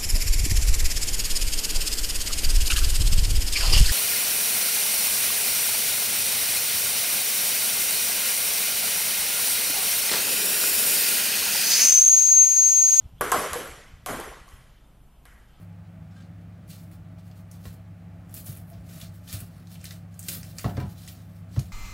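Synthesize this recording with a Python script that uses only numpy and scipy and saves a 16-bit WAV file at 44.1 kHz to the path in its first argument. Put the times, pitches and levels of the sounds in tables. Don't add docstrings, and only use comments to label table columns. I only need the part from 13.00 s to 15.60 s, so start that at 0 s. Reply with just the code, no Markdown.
import sys
import numpy as np
from scipy import signal
from scipy.fft import rfft, irfft
from scipy.io import wavfile
from scipy.ndimage import uniform_filter1d

SR = 44100
rng = np.random.default_rng(int(sys.argv[2]) if len(sys.argv) > 2 else 0)


def transcribe(signal):
    frames = np.atleast_2d(signal).T
    limited = np.clip(frames, -1, 1)
    pcm = np.round(limited * 32767).astype(np.int16)
    wavfile.write(sys.argv[1], SR, pcm)


def ratio(d):
    e = np.asarray(d, float) / 20
    return 10 ** e


N = 114660


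def evened(x):
    return x / np.sqrt(np.mean(x ** 2) + 1e-20)


def read(points, hz):
    f, value = np.transpose(points)
    return np.interp(np.log(hz + 1), np.log(f + 1), value)


def level(curve):
    s, db = np.transpose(curve)
    return ratio(uniform_filter1d(np.interp(np.arange(N) / SR, s, db), size=400))


def resonate(x, body):
    out = 0
    for hz, width, db in body:
        r = np.exp(-np.pi * width / SR)
        a = [1, -2 * r * np.cos(2 * np.pi * hz / SR), r * r]
        b = [(1 - r * r) / 2, 0, -(1 - r * r) / 2]
        once = signal.lfilter(b, a, x)
        out = out + ratio(db) * signal.lfilter(b, a, once)
    return out


def noise(field_db, count, patchy_db, size=512):
    frames, hz = count * 4 // size + 6, np.fft.rfftfreq(size, 1 / SR)
    s = np.arange(frames) * size / 4 / SR
    a, b, patches = rng.standard_normal((frames, len(hz), 3)).T
    patches = uniform_filter1d(patches, size=6, axis=0)
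    patches = evened(uniform_filter1d(patches, size=8, axis=1))
    z = (a + 1j * b) * ratio(field_db(hz[:, None], s) + patchy_db * patches)
    return signal.istft(z, nperseg=size, noverlap=size * 3 // 4)[1][:count]


# (time [s], level [dB], hall send [dB])
TICKS = [(-.3, -27, -31), (0.2105, -12.5, -35.5), (0.215, -18, -41.5), (0.318, -6.5, -42.5),
         (0.3196, -10.5, -30.5), (.5325, -15, -34), (1.0614, -16, -32.5), (1.2003, -22.5, -38.5),
         (1.478, -47.5, -42), (1.4884, -40, -29), (2.254, -38, -35)]
# (time [s], level [dB], centre [Hz], width [octaves], hall send [dB])
KNOCKS = [(.2096, -14.5, 945, 1.17, -23.5), (.2110, -21, 410, .25, -17.5), (0.2137, -11.5, 1300, 0.23, -22),
          (.3190, -19.5, 760, .5, -21), (0.3219, -7.5, 1140, 0.46, -21), (.3430, -16, 693, 1.03, -14.5),
          (0.5341, -25, 1050, 1.08, -17), (0.557, -26, 498, 0.14, -14.5), (1.0635, -22.5, 850, 0.45, -17.5),
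          (1.0850, -25.5, 583, 1.26, -9.5), (1.4790, -45, 1070, 0.22, -18.5),
          (1.5180, -44.5, 1800, 0.75, -21.5), (2.2540, -45.5, 1137, 0.97, -21.5),
          (2.2560, -48.5, 1650, 0.48, -12.5)]
# (delay [s], level [dB])
NEAR_ECHOES = [(.0024, -13.5), (.0052, -16), (.0085, -11.5), (0.012, -9.5)]


def board():
    near = np.zeros(1000)
    near[0] = 1
    for s, db in NEAR_ECHOES:
        near[round(s * SR)] = ratio(db)

    luck = rng.standard_normal((len(KNOCKS), len(DECK_MODES)))
    blows = [(s, *tick(*row)) for s, *row in TICKS]
    blows += [(s, *knock(*row, k)) for (s, *row), k in zip(KNOCKS, luck)]

    out = np.zeros(N + 3 * SR)
    for s, direct, tail in blows:
        start = SR + round(s * SR)
        for part in signal.fftconvolve(direct, near), tail:
            out[start:][:len(part)] += part
    return out[SR:SR + N]


# (frequency [Hz], level [dB])
TICK_COLOUR = [(500, -10.5), (2300, -11), (3200, -5), (3900, -11.5), (6000, -6.5), (7600, -2.5), (9000, -4),
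               (11300, 3.5), (14000, -10.5)]
TICK_T60_S, TICK_RING_T60_S, TICK_RING_DB = 0.0016, 0.0067, -12.5
TICK_FLOOR_HZ, DIRECT_TILT_DB_PER_OCT = 1800, -1


def tick(db, send_db):
    t = np.arange(3000) / SR
    tilted = lambda hz, s: read(TICK_COLOUR, hz) + DIRECT_TILT_DB_PER_OCT * np.log2(hz + 1) + 0 * s
    grit = noise(tilted, len(t), 0)
    decay = ratio(-60 * t / TICK_T60_S) + ratio(TICK_RING_DB - 60 * t / TICK_RING_T60_S)
    crack = grit * decay * np.minimum(t / 0.00041, 1)
    crack = signal.lfilter(*signal.butter(2, TICK_FLOOR_HZ, "high", fs=SR), crack)
    tail = hall(lambda hz: db + send_db + read(TICK_COLOUR, hz))
    return ratio(db) * crack / abs(crack).max(), tail


# (frequency [Hz], level [dB], decay by 60 dB [s])
DECK_MODES = [(293, -0.5, 0.043), (415, -8, .05), (482, -3, 0.11), (621, -6.5, 0.08), (735, -0.5, 0.039),
              (940, -6.5, 0.021), (1057.4, -1, 0.061), (1134, -2.5, 0.038), (1310, -3, 0.022),
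              (1470, -9, 0.038), (1603, -5.5, 0.045), (1937, -4, 0.042), (2254, -9.5, 0.038),
              (3010, -2.5, 0.036)]
SPREAD_DB = 1.2
SMEAR_HZ, SKIRT_HZ, SKIRT_DB = 27.3, 159.6, -9


def knock(level_db, bright_hz, octaves, send_db, luck):
    t = np.arange(6000) / SR
    hz, db, t60 = np.transpose(DECK_MODES)[:, :, None]
    db = db - 6 * (np.log2(hz / bright_hz) / octaves) ** 2 + SPREAD_DB * luck[:, None]
    modes = ratio(db - 60 * t / t60) * np.sin(2 * np.pi * hz * t + luck[::-1, None])
    deck = modes.sum(0) * np.minimum(t / 0.00047, 1)

    def spread(f):
        peak = 1 / (1 + ((f - hz.T) / SMEAR_HZ) ** 2)
        skirt = ratio(SKIRT_DB) / (1 + ((f - hz.T) / SKIRT_HZ) ** 2)
        return (ratio(2 * (db - db.max())).T * (peak + skirt)).sum(1)

    tail = hall(lambda f: level_db + send_db + 10 * np.log10(spread(f)))
    return ratio(level_db) * deck / abs(deck).max(), tail


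# (frequency [Hz], decay by 60 dB [s])
HALL_T60 = [(150, 0.43), (400, 0.58), (1000, 0.73), (2000, 1.028), (4000, 1.053), (8000, 0.76),
            (13000, 0.54)]
# (frequency [Hz], level [dB])
HALL_COLOUR = [(150, -4), (400, -1), (1000, -8.5), (2200, -2), (2600, -5), (3300, -6), (4000, -5),
               (13000, -8.5)]
BASS_GAP_DB_PER_OCT = 3.5
WALL_S, WALL_RISE_S, HOLD_S, PATCHY_DB = 0.014, 0.0021, 0.054, 2.5


def hall(source_db):
    t = np.arange(65536) / SR

    def field_db(hz, s):
        gap = BASS_GAP_DB_PER_OCT * np.log2(np.clip(hz, 100, 1500) / 1500)
        gap = gap / (1 + np.exp((s - WALL_S) / WALL_RISE_S))
        decay = -60 * (np.hypot(s, HOLD_S) - HOLD_S) / read(HALL_T60, hz)
        return read(HALL_COLOUR, hz) + gap + decay

    tail = noise(field_db, len(t), PATCHY_DB)
    hz = np.fft.rfftfreq(len(t), 1 / SR)[:, None]
    tail = irfft(rfft(tail) * ratio(source_db(hz).ravel()))
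    return tail * np.minimum(t / 0.0021, 1) * np.minimum((t[-1] - t) / 0.11, 1)


# (time [s], level [dB])
ROLL = [(0., -66), (.12, -74), (.2, -72), (.3, -62), (.8, -75), (1.05, -69), (1.7, -67.5), (2.0, -76.5),
        (2.3, -75.5), (2.6, -66.5)]
# (frequency [Hz], width [Hz], level [dB])
ROLL_BODY = [(470, 210, 2.5), (780, 150, 8), (1300, 300, 7), (2400, 2700, -0.5), (3200, 500, -15.5)]
GRIT_PER_S, GRIT_DB = 7500, 3.5


def rolling():
    hits = rng.standard_normal(N) * (rng.random(N) < GRIT_PER_S / SR)
    grit = hits * ratio(GRIT_DB * np.minimum(rng.exponential(1, N), 3))
    blur = rng.standard_normal(3000) * ratio(-60 * np.arange(3000) / SR / 0.12)
    distant = signal.fftconvolve(grit, blur)[:N]
    return level(ROLL) * evened(resonate(distant, ROLL_BODY))


def squeak():
    start_s, end_s, low_hz, high_hz = 0.14, 0.21, 2500, 3600
    u = np.clip((np.arange(N) / SR - start_s) / (end_s - start_s), 0, 1)
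    turns = np.cumsum(low_hz + (high_hz - low_hz) * u) / SR
    rub = evened(uniform_filter1d(rng.standard_normal(N), round(0.002 * SR)))
    return ratio(-60) * u * (u < 1) * rub * np.sin(2 * np.pi * turns)


# (time [s], peak level [dB], pitch [Hz])
PUFFS = [(.048, -38.5, 59), (0.063, -35, 74), (.137, -39, 86), (0.523, -35, 69.4), (0.941, -37.5, 57.4),
         (1.038, -44, 110), (1.418, -41, 49.7), (1.54, -37.5, 58.4), (1.566, -47, 78)]


def puffs():
    s, db, hz = np.transpose(PUFFS)[:, :, None]
    u = np.pi * hz * (np.arange(N) / SR - s)
    return (ratio(db) * (1 - 2 * u ** 2) * np.exp(-u ** 2)).sum(0)


# (frequency [Hz], level [dB per Hz])
HISS_COLOUR = [(120, -11), (200, -10), (532, -19), (591, -15.5), (815, -16.5), (2020, -29.5), (2830, -27.5),
               (4330, -37.5), (14000, -30.5)]
# (frequency [Hz], level [dB per Hz])
DRAUGHT_COLOUR = [(8.8, -39.5), (15, -2), (64, -5), (80, -21), (130, -10.5), (184, -19.5), (300, -31.5),
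                  (390, -58), (660, -120)]
# (time [s], level [dB])
DRAUGHT = [(0.0, -58), (0.06, -42.5), (0.1, -55), (0.13, -46.5), (0.29, -53), (0.39, -48), (0.47, -96),
           (0.52, -40.5), (0.59, -56.5), (0.71, -48), (0.79, -54), (0.96, -46), (0.99, -51.5), (1.3, -47.5),
           (1.33, -55), (1.4, -52.5), (2.19, -53.5), (2.6, -52)]
HISS_DB, LUMP_S, EVEN = -62, 0.047, 0.38


def air():
    hiss = evened(noise(lambda hz, s: read(HISS_COLOUR, hz) + 0 * s, N, 1.5))
    rumble = evened(noise(lambda hz, s: read(DRAUGHT_COLOUR, hz) + 0 * s, N, 0, size=4096))
    lumps = uniform_filter1d(rumble ** 2, round(LUMP_S * SR))
    lumps = uniform_filter1d(lumps, round(LUMP_S * SR))
    draught = evened(rumble / (abs(lumps) + 0.05) ** (EVEN / 2))
    return ratio(HISS_DB) * hiss + level(DRAUGHT) * draught


def scene():
    return np.tile(board() + rolling() + squeak() + puffs() + air(), (2, 1))


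EDGE_HZ = 14330
# (frequency [Hz], share of bands [0-1])
FILLED = [(4600, 0.04), (5600, 0), (7000, .4), (9000, 0.6), (11500, 0.7), (14000, 0.8)]


def fill_treble(x):
    hz, s, z = signal.stft(x, SR, nperseg=2048, noverlap=1024, window=("cosine",))
    band = np.minimum(np.arange(len(hz)) // 32, 31)
    power = np.add.reduceat(abs(z[0]) ** 2, np.arange(32) * 32, axis=0) / 32

    treble = uniform_filter1d(np.diff(x[0], prepend=0) ** 2, size=256)[::256]
    before = np.maximum(treble[:-1], np.roll(treble, 1)[:-1])
    jump = uniform_filter1d((treble[1:] > 4 * before) * 1.0, size=9)
    steady = np.interp(s, np.arange(len(jump)) * 256 / SR, jump) == 0

    luck = uniform_filter1d(rng.standard_normal((len(s), 32)), size=3, axis=0).T
    rank = luck.ravel().argsort().argsort().reshape(luck.shape) / luck.size
    chosen = rank[band] < read(FILLED, hz)[band * 32 + 16, None]
    swap = chosen & steady & (hz[:, None] < EDGE_HZ) & (hz[:, None] > 4300)

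    a, b = rng.standard_normal((len(s), len(hz), 2, 2)).T
    filled = np.where(swap, (a + 1j * b) * np.sqrt(power[band]), z)
    return signal.istft(filled, SR, nperseg=2048, noverlap=1024, window=("cosine",))[1][:, :N]


# (frequency [Hz], width [Hz], level [dB])
MIC_PEAK = [(3106, 540, -11)]


def microphone(x):
    band_limit = signal.firwin(511, EDGE_HZ, window=("kaiser", 9), fs=SR)
    return signal.oaconvolve(x + resonate(x, MIC_PEAK), band_limit[None], "same")


def low_pass(x):
    return signal.sosfilt(signal.butter(12, 14860, fs=SR, output="sos"), x)


def record(dry):
    mix = fill_treble(microphone(dry))
    return low_pass(mix)


dry = scene()
out = record(dry)
transcribe(out)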